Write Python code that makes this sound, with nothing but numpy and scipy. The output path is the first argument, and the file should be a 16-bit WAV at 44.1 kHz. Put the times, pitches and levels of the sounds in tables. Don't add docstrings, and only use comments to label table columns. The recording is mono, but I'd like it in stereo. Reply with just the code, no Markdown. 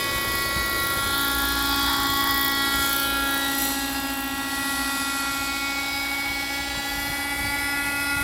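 import sys
import numpy as np
from scipy import signal
from scipy.fft import rfft, irfft
from scipy.io import wavfile
from scipy.ndimage import map_coordinates

SR = 44100
rng = np.random.default_rng(int(sys.argv[2]) if len(sys.argv) > 2 else 0)


def generate_wav(sig):
    pcm = np.round(np.clip(np.atleast_2d(sig).T, -1, 1) * 32767).astype(np.int16)
    wavfile.write(sys.argv[1], SR, pcm)


N = 362943
T, HZ = np.arange(N) / SR, np.fft.rfftfreq(N, 1 / SR)

# t/s, f/Hz
FIRING_RATE = [(0, 278.4), (1, 276.8), (1.25, 278.5), (1.75, 279.1), (2.7, 276.8), (3.5, 276.5),
               (4.25, 275.3), (4.5, 276.7), (4.75, 277.4), (5.3, 276.6), (6, 278.8), (6.5, 279.6),
               (7.25, 283.4), (7.6, 283.8), (8.23, 283.5)]
# t/s, distance/m
DISTANCE = [(0, 5.3), (.8, 6.2), (1.2, 5.4), (3, 4.6), (3.75, 3), (4.4, 7.6), (6, 6.1), (7.1, 7.9),
            (8.23, 7.9)]
# t/s, delay/ms
ECHO_LAG = [(0, 2.0), (.7, 2.08), (1.5, 2.33), (1.9, 2.25), (2.8, 2.24), (3.2, 2.38), (3.6, 2.18),
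            (4.1, 2.23), (4.6, 2.08), (5.6, 2.05), (6.2, 2.18), (6.8, 2.25), (7.4, 2.0), (7.9, 1.95),
            (8.23, 2.05)]
PORT_LAG = [(0, 0.00079), (1.2, 0.018), (2.3, -0.029), (3.2, 0.053), (4.2, 0.067), (5.2, 0.0026),
            (6.1, -0.045), (6.7, -0.026), (7.3, -0.068), (8.23, -0.065)]
# f/Hz, phase lead/rad
PORT_PHASE = [(250, 0), (1100, .3), (1660, .62), (1940, 1.35), (2230, -.2), (2500, -1.2), (3000, -.6),
              (5600, .75), (6200, -.5), (7600, .7), (9200, -2.2), (11000, -1.15), (13500, -2.3),
              (16000, -3.3)]
# f/Hz, level difference/dB
PORT_BALANCE = [(200, 1.4), (1100, 0.22), (1700, 1), (2600, 4.2), (4400, 2.4), (8100, 4.8), (15000, 0.61)]

# t/s, level/dB, left minus right/dB
GUSTS = [(.163, -25, 2), (.447, -35, -2), (0.566, -24.5, -4), (.838, -27, 3), (0.975, -24.5, 2),
         (1.199, -30, -2), (2.099, -27, -4), (6.304, -32, 5), (6.775, -30, 13), (6.98, -29, 0),
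         (7.103, -24, -4), (7.445, -28, -5), (7.533, -34, 2), (8.168, -27, 0), (8.217, -25, 2)]
# f/Hz, relative density/dB
WIND_SPECTRUM = [(15, -22), (30, -5), (50, 11), (80, 9.5), (140, 2), (220, 0), (500, -18.5)]
WASH_SPECTRUM = [(80, -1.5), (170, -3), (330, 2), (500, 1), (700, -3), (1500, -50)]
SWISH_SPECTRUM = [(350, -13), (650, -1), (950, -1), (1300, -9), (2000, -5.5), (2600, -1.5), (8000, -15)]
RUSH_SPECTRUM = [(500, -37), (850, 0), (1080, -3), (1450, -4), (1900, -2), (2600, -38)]
RASP_SPECTRUM = [(1000, -10.5), (1900, -12), (2450, -4), (2850, 0.5), (3300, 11.5), (3800, 9.5),
                 (4400, 9.5), (5100, 10), (5900, -4.5), (6500, -34), (7300, 0), (8600, -49), (11000, -49)]
SIZZLE_SPECTRUM = [(4000, 8), (6400, 12), (7300, 18.5), (8200, 14), (8900, 4), (9500, 16), (10500, 19),
                   (12500, 20.5), (13300, 7), (14000, -10), (16000, -10)]
# t/s, relative level/dB
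BREEZE_LEVEL = [(0, -39), (2.2, -38.5), (3.2, -48), (4.3, -44), (5.5, -45), (6.6, -43.5), (7.4, -37.5),
                (8.23, -41)]
WASH_LEVEL = [(0, -38.5), (.8, -36), (1.8, -45), (2.9, -40), (3.65, -42), (4.2, -73), (6.3, -82),
              (8.23, -75)]
RUSH_LEVEL = [(0, -41), (1.1, -39.5), (1.55, -36.5), (2.05, -34.5), (2.5, -40), (3, -40), (3.5, -40.5),
              (4.2, -41), (4.9, -40), (5.6, -44), (8.23, -45)]
TIP_LEVEL = [(0, -45), (.25, -43), (1.15, -41.5), (1.65, -38), (2.05, -41), (2.45, -33), (2.64, -41.5),
             (2.78, -39), (2.97, -35), (3.12, -44), (3.3, -43), (3.47, -45), (3.6, -34.5), (3.85, -46.5),
             (4.1, -42.5), (4.6, -56), (6.8, -69), (7.3, -66), (8.23, -56)]
RASP_LEVEL = [(0, -36.5), (1.2, -36), (1.8, -33), (2.3, -33.5), (3, -35), (3.6, -36), (4.2, -39),
              (4.9, -36.5), (6, -38), (7, -39), (8.23, -39.5)]
SIZZLE_LEVEL = [(0, -36), (.7, -37), (1.35, -35), (1.6, -35), (2.5, -35.5), (2.85, -33), (3.15, -40),
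                (3.45, -35), (3.62, -27), (3.9, -33), (4.45, -38), (4.6, -34), (5.25, -36), (5.4, -35),
                (6.2, -38.5), (6.75, -41), (7, -37.5), (8.23, -36.5)]
SNARL_LEVEL = [(0, -47), (2.6, -70), (3.1, -60), (6.4, -46), (7.1, -50), (7.55, -37.5), (7.9, -38),
               (8.23, -36)]
# t/s, f/Hz, depth (0-1)
NOTCH = [(0, 2640, 0.9), (2.8, 2770, 0.7), (3.15, 2370, 0.9), (4.4, 2300, 0.3), (5.3, 2250, 0),
         (6.2, 2500, 0), (6.9, 2920, 0), (8.23, 2960, 0)]
# f/Hz, bandwidth/Hz, relative level/dB
TIP_MODES = [(10340, 1200, -10), (13080, 1800, -2), (14700, 1500, -4)]

# t/s, level of its tones/dB, level of its throb against the exhaust/dB
TAIL_LEVELS = [(0, -52, -62), (1, -64, -44), (2, -56, -37.5), (3.2, -62, -42), (3.7, -48, -44),
               (4.3, -45.5, -43), (5, -45.5, -42), (6, -62, -34.5), (7.1, -59, -31), (8.2, -58, -36.5)]
# firing multiple, blade-pass multiple, relative level/dB
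TAIL_TONES = [(0, 1, 7), (0, 2, -33), (0, 3, -3.5)]
THROB_TONES = [(1, 2, -8.5), (2, 1, -13), (5, 1, -16), (11, 1, -11.5)]
HUM_TONES = [(0, 2, -50.5), (0, 3, -70), (1, -1, -49), (1, .5, -55.5), (1, 1, -42.5), (2, 1, -62)]
OUTER_SIDEBANDS = [(1, 2, -48), (1, 3.2, -66)]
# t/s, relative level/dB
THUMP_LEVEL = [(0, -50), (.7, -43), (1.05, -53), (1.35, -36), (1.7, -36), (2.05, -47), (3.4, -44.5),
               (4.6, -52), (5.8, -45.5), (7.5, -49), (8.23, -68)]
HUM_LEVEL = [(0, -0.5), (1.9, -0.5), (2.7, 0), (3.3, -3), (3.7, -2.5), (4.05, -5), (5, -8), (6, -7),
             (8.23, -9)]
SLAP_LEVEL = [(0, -48), (.8, -52), (1.3, -57), (2, -82), (3, -55), (4, -63), (6, -62), (7, -55), (8.2, -58)]
# f/Hz, relative level/dB
SLAP_SPECTRUM = [(300, 12), (420, -14), (480, -2), (560, 7), (680, -15)]

# t/s, level/dB
GEAR_LEVEL = [(0, -64), (.7, -98), (1.8, -39), (2.4, -54), (2.9, -38), (3.3, -35), (3.65, -24),
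              (3.95, -31.5), (4.8, -37.5), (5.3, -39.5), (6.2, -40.5), (7.2, -38), (8.2, -35.5)]
FIRING_LEVEL = [(0, -57), (.75, -57), (1.2, -37.5), (1.7, -33.5), (2.9, -36.5), (3.6, -33), (4.8, -37.5),
                (6.8, -40), (8.23, -37)]
TOP_LEVEL = [(0, -38), (.7, -47), (1.4, -43), (1.6, -52), (2.5, -44), (2.85, -35), (3.2, -31.5), (3.6, -40),
             (4.4, -43), (4.6, -42), (5.2, -43), (5.45, -49), (5.8, -42.5), (6.7, -37), (7.15, -41),
             (8.23, -41)]
LOWER_WHINE = [(0, -49), (1, -46), (2.3, -40), (3.3, -51), (4.3, -66), (4.55, -47), (5.25, -47), (5.5, -50),
               (6.7, -46), (7.2, -50), (8.23, -43)]
UPPER_WHINE = [(0, -45), (1.2, -41), (1.6, -54), (4.35, -58), (4.55, -43), (5.25, -41), (5.45, -81),
               (8.23, -84)]
GEAR_ORDERS = {21: -8, 29: -5.1}
LOW_ORDERS = {1: 0, 3: -3}
LOWER_WHINE_ORDERS = {33: -5, 34: 0}
UPPER_WHINE_ORDERS = {36: -7, 37: 0}
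WHINES = [(LOWER_WHINE, LOWER_WHINE_ORDERS), (UPPER_WHINE, UPPER_WHINE_ORDERS)]
# t/s, level/dB
SECOND = [(0, -66), (1.5, -51.5), (2.1, -72), (2.8, -53), (3.1, -44.5), (3.8, -48), (4.5, -53), (6.6, -51),
          (8.23, -57)]
FOURTH = [(0, -33.5), (1.4, -35.5), (2.25, -27), (3.15, -48), (4.1, -44), (4.7, -39), (5.7, -43),
          (6.6, -53.5), (8.23, -41)]
FIFTH = [(0, -41), (1.15, -28.5), (2, -32.5), (2.4, -37.5), (2.8, -27.5), (3.2, -27), (3.85, -40.5),
         (5.25, -30.5), (6.3, -41), (7.3, -39), (8.23, -28)]
SIXTH = [(0.0, -43), (0.07, -41), (0.73, -48.5), (1.49, -31), (1.86, -44.5), (3.37, -30), (3.67, -48),
         (3.78, -35.5), (5.64, -50.5), (6.9, -40), (7.22, -46), (7.82, -38), (8.23, -58)]
SEVENTH = [(0, -32), (.75, -27), (1.6, -44.5), (2.35, -27.5), (2.8, -30), (3, -45), (3.45, -26.5),
           (4, -35.5), (4.65, -28), (5.7, -40), (6, -47), (6.45, -38), (7.7, -30.5), (8.23, -33.5)]
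EIGHTH = [(0, -37.5), (.7, -36.5), (1.45, -49), (2.8, -38), (3.5, -46.5), (4.7, -54), (5.7, -32.5),
          (6.3, -28.5), (6.85, -42.5), (7.5, -31), (8.23, -53)]
NINTH = [(0, -37), (1.3, -50), (1.75, -40.5), (2.3, -66), (3.15, -38), (3.7, -60), (4.65, -41.5),
         (5.65, -35.5), (6.2, -45), (7.55, -41.5), (7.9, -28.5), (8.23, -30)]
TENTH = [(0, -71), (2.9, -77), (3.5, -49), (4.2, -40), (4.7, -54), (5.6, -62), (6.1, -46), (7.3, -43),
         (8.23, -56)]
TWELFTH = [(0, -48), (.4, -47), (.7, -56), (1.1, -33), (1.4, -38.5), (2.05, -30.5), (2.8, -34), (3.4, -39),
           (3.8, -56), (5.3, -52), (5.9, -64), (6.35, -44), (7.35, -39.5), (7.9, -45), (8.23, -41)]
THIRTEENTH = [(0, -36), (.45, -47), (.8, -52), (1.1, -37.5), (1.9, -38), (3.3, -41.5), (4.15, -46),
              (4.7, -43), (6.2, -48), (6.9, -60), (8.23, -57)]
LOUD_ORDERS = {2: SECOND, 4: FOURTH, 5: FIFTH, 6: SIXTH, 7: SEVENTH, 8: EIGHTH, 9: NINTH, 10: TENTH, 12:
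               TWELFTH, 13: THIRTEENTH}
# f/Hz, relative level/dB
MUFFLER = [(3060, -17), (3340, -34), (3880, -11.5), (4150, -13), (4430, -10.5), (4720, -14), (5000, -11.5),
           (5500, -19.5), (5850, -26), (6100, -17), (6400, -35), (6700, -18), (7000, -24.5), (7500, -14.5),
           (8000, -27), (8350, -25), (8620, -32), (8900, -43), (9450, -14), (12800, -16.5)]


def amp(db):
    return 10 ** (np.asarray(db) / 20)


def unit_rms(x):
    return x / np.sqrt(np.mean(x ** 2) + 1e-20)


def curve(rows, column=1):
    columns = np.transpose(rows)
    return np.interp(T, columns[0], columns[column])


def spectrum(rows, hz=HZ):
    f, value = np.transpose(rows)
    return np.interp(np.log(hz + 1), np.log(f), value)


def wander(rate_hz):
    knots = unit_rms(rng.standard_normal(4096))
    return np.interp(T * 2 * rate_hz, np.arange(len(knots)), knots) * np.sqrt(3 / 2)


def noise(db, correlation):
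    left, other = rng.standard_normal((2, N))
    right = correlation * left + np.sqrt(1 - correlation ** 2) * other
    return unit_rms(irfft(rfft([left, right]) * amp(db), N))


def tone(turns):
    return np.sqrt(2) * np.cos((2 * np.pi * (turns % 1)).astype(np.float32))


def pulse(turns, at, width):
    return np.exp(-.5 * (((turns - at + .5) % 1 - .5) / width) ** 2)


def combination_tones(rows, firings, passes):
    return sum(amp(db + wander(rate_hz=3.4)) * tone(a * firings + b * passes) for a, b, db in rows)


def resonate(x, hz, width_hz):
    carrier = np.exp(2j * np.pi * np.cumsum(hz * np.ones(N)) / SR)
    pole = np.exp(-np.pi * width_hz / SR)
    return 2 * (carrier * signal.lfilter([1 - pole], [1, -pole], x / carrier)).real


def notched(x):
    return x - curve(NOTCH, 2) * resonate(x, curve(NOTCH), width_hz=260)


def spreading_db(reference_m=4):
    return 20 * np.log10(reference_m / curve(DISTANCE))


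def ground_db(lag_turns, hz, grass_hz=12000):
    reflection = .45 / (1 + (hz / grass_hz) ** 2)
    return 10 * np.log10(1 + np.sqrt(2) * reflection / (1 + reflection ** 2) * tone(lag_turns))


def ports(x):
    lag_s = curve(PORT_LAG) / 1000
    channels = []
    for side, channel in zip((1, -1), x):
        response = amp(side * spectrum(PORT_BALANCE) / 2) * np.exp(.5j * side * spectrum(PORT_PHASE))
        shaded = irfft(rfft(channel) * response, N)
        position = (T + side * lag_s / 2) * SR
        channels.append(map_coordinates(shaded, [position], order=5, mode="mirror"))
    return np.array(channels)


def wind(push_hz=107, push_s=.0043, churn_s=.03, churn_db=-10):
    power = amp(curve(BREEZE_LEVEL) + 2.5 * wander(rate_hz=7.5)) ** 2
    pushes = np.zeros((2, N))
    for at_s, db, pan_db in GUSTS:
        near = abs(T - at_s) < .2
        t = T[near] - at_s
        hz = push_hz * rng.uniform(.66, 1.16)
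        push = np.exp(-(t / push_s) ** 2) * np.cos(2 * np.pi * (hz * t + rng.random()))
        pushes[:, near] += amp([[db + pan_db / 2], [db - pan_db / 2]]) * push
        power[near] += amp(db + churn_db) ** 2 * np.exp(-(t / churn_s) ** 2)
    return pushes + np.sqrt(power) * noise(spectrum(WIND_SPECTRUM), correlation=.3)


def gears(firings):
    return amp(curve(GEAR_LEVEL)) * sum(amp(db) * tone(k * firings) for k, db in GEAR_ORDERS.items())


def tail_rotor(firings):
    passes = .9475 * firings
    throb_gain = amp(curve(TAIL_LEVELS, 2) + .67 * wander(rate_hz=3.8))
    throb = throb_gain * combination_tones(THROB_TONES, firings, passes + .14 * wander(rate_hz=9))
    return amp(curve(TAIL_LEVELS)) * combination_tones(TAIL_TONES, firings, passes) + throb


def blade_tips(facing, glide_hz_per_turn=30000):
    tips_db = curve(TIP_LEVEL)
    trough = .16 * amp(-.3 * (tips_db - tips_db.max() + 8))
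    whistle = 0
    for hz, width_hz, db in TIP_MODES:
        phase = facing - (hz - TIP_MODES[1][0]) / glide_hz_per_turn
        flashes = trough + pulse(phase, at=0, width=.048) + .35 * pulse(phase, at=.48, width=.048)
        band_db = -20 * np.log10(1 + (2 * (HZ - hz) / width_hz) ** 2)
        whistle += amp(db) * unit_rms(flashes) * noise(band_db, correlation=.17)
    return amp(tips_db + 9.5 + 1.8 * wander(rate_hz=4.5)) * whistle


def blade_slap(facing, rotor_hz):
    slap = 0
    for k in range(12, 24):
        db = spectrum(SLAP_SPECTRUM, k * rotor_hz) - 10 * (k % 2)
        slap += amp(db) * tone(k * facing + .19 * wander(rate_hz=2))
    return amp(curve(SLAP_LEVEL)) * slap


def blade_air(facing):
    passing = unit_rms(1 + pulse(2 * facing, at=0, width=.34))
    wash = amp(curve(WASH_LEVEL) - 2.5) * noise(spectrum(WASH_SPECTRUM), correlation=1)
    swish_db = -36.5 + .21 * spreading_db()
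    swish = amp(swish_db) * notched(noise(spectrum(SWISH_SPECTRUM), correlation=.97))
    rush_db = curve(RUSH_LEVEL) + 2.1 * wander(rate_hz=6.6)
    rush = amp(rush_db) * noise(spectrum(RUSH_SPECTRUM), correlation=.65)
    return passing * (wash + swish + rush)


def main_rotor(firings, firings_per_turn=9.55):
    turns = firings / firings_per_turn
    passes = 2 * turns
    facing = turns - np.interp(T, [0, 3, 4.5, 8.2], [.316, .273, .208, .171])
    thump = amp(curve(THUMP_LEVEL) + 2.85 * wander(rate_hz=8.5)) * tone(passes)
    hum_db = curve(HUM_LEVEL)
    hum = amp(hum_db) * combination_tones(HUM_TONES, firings, passes)
    hum += amp(2.1 * hum_db) * combination_tones(OUTER_SIDEBANDS, firings, passes)
    slap = blade_slap(facing, rotor_hz=turns[-1] / T[-1])
    return thump + hum + slap + blade_air(facing) + blade_tips(facing)


def exhaust_gas(firings, snarl_hz=2216, width_hz=110):
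    puffs = 1.2 + pulse(firings, at=0, width=.39) + .19 * pulse(firings, at=.5, width=.063)
    spurts = .45 + pulse(firings, at=0, width=.081) + .5 * pulse(firings, at=.33, width=.069)
    rasp = amp(curve(RASP_LEVEL)) * notched(noise(spectrum(RASP_SPECTRUM), correlation=.68))
    sizzle_db = curve(SIZZLE_LEVEL) + wander(rate_hz=15)
    sizzle = amp(sizzle_db) * noise(spectrum(SIZZLE_SPECTRUM), correlation=.21)
    ringing = resonate(rng.standard_normal(N), snarl_hz, width_hz)
    snarl = amp(curve(SNARL_LEVEL)) * unit_rms(resonate(ringing, snarl_hz, width_hz))
    return unit_rms(puffs) * rasp + unit_rms(spurts) * sizzle + snarl


def order_db(k, hz):
    if k in LOW_ORDERS:
        return curve(FIRING_LEVEL) + LOW_ORDERS[k]
    if k in LOUD_ORDERS:
        return curve(LOUD_ORDERS[k])
    buzz_db = -30 + spreading_db()
    top_share = np.clip((k - 20) / 14, 0, 1)
    db = (1 - top_share) * buzz_db + top_share * curve(TOP_LEVEL) + spectrum(MUFFLER, hz)
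    db += ground_db(k * curve(FIRING_RATE) * curve(ECHO_LAG) / 1000, hz)
    db += 3.76 * wander(rate_hz=2.6)
    for envelope, orders in WHINES:
        if k in orders:
            db = 20 * np.log10(np.hypot(amp(db), amp(curve(envelope) + orders[k])))
    return db


def engine(firings, spread_turns=.087):
    turns = firings + .0013 * wander(rate_hz=110) + .0015 * wander(rate_hz=14)
    mean_hz = firings[-1] / T[-1]
    buzz = np.zeros(N)
    for k in range(1, 48):
        db = order_db(k, k * mean_hz)
        flutter_db = 2.1 * min(k / 16, 1) ** 2 * wander(rate_hz=14)
        dispersion = 0 if k in LOW_ORDERS else -spread_turns * k * k + .002 * k * wander(rate_hz=8)
        buzz += amp(db + flutter_db) * tone(k * turns + dispersion)
    firing_strength = 1 + .1 * wander(rate_hz=120) + .058 * wander(rate_hz=12)
    return firing_strength * buzz


def scene():
    firings = np.cumsum(curve(FIRING_RATE)) / SR
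    motor = engine(firings) + gears(firings) + exhaust_gas(firings)
    return ports(motor + main_rotor(firings) + tail_rotor(firings)) + wind()


def record(dry):
    lowpass = signal.firwin(511, 15900, window=("kaiser", 9), fs=SR)
    return signal.oaconvolve(dry, lowpass[None], "same")


dry = scene()
out = record(dry)
generate_wav(out)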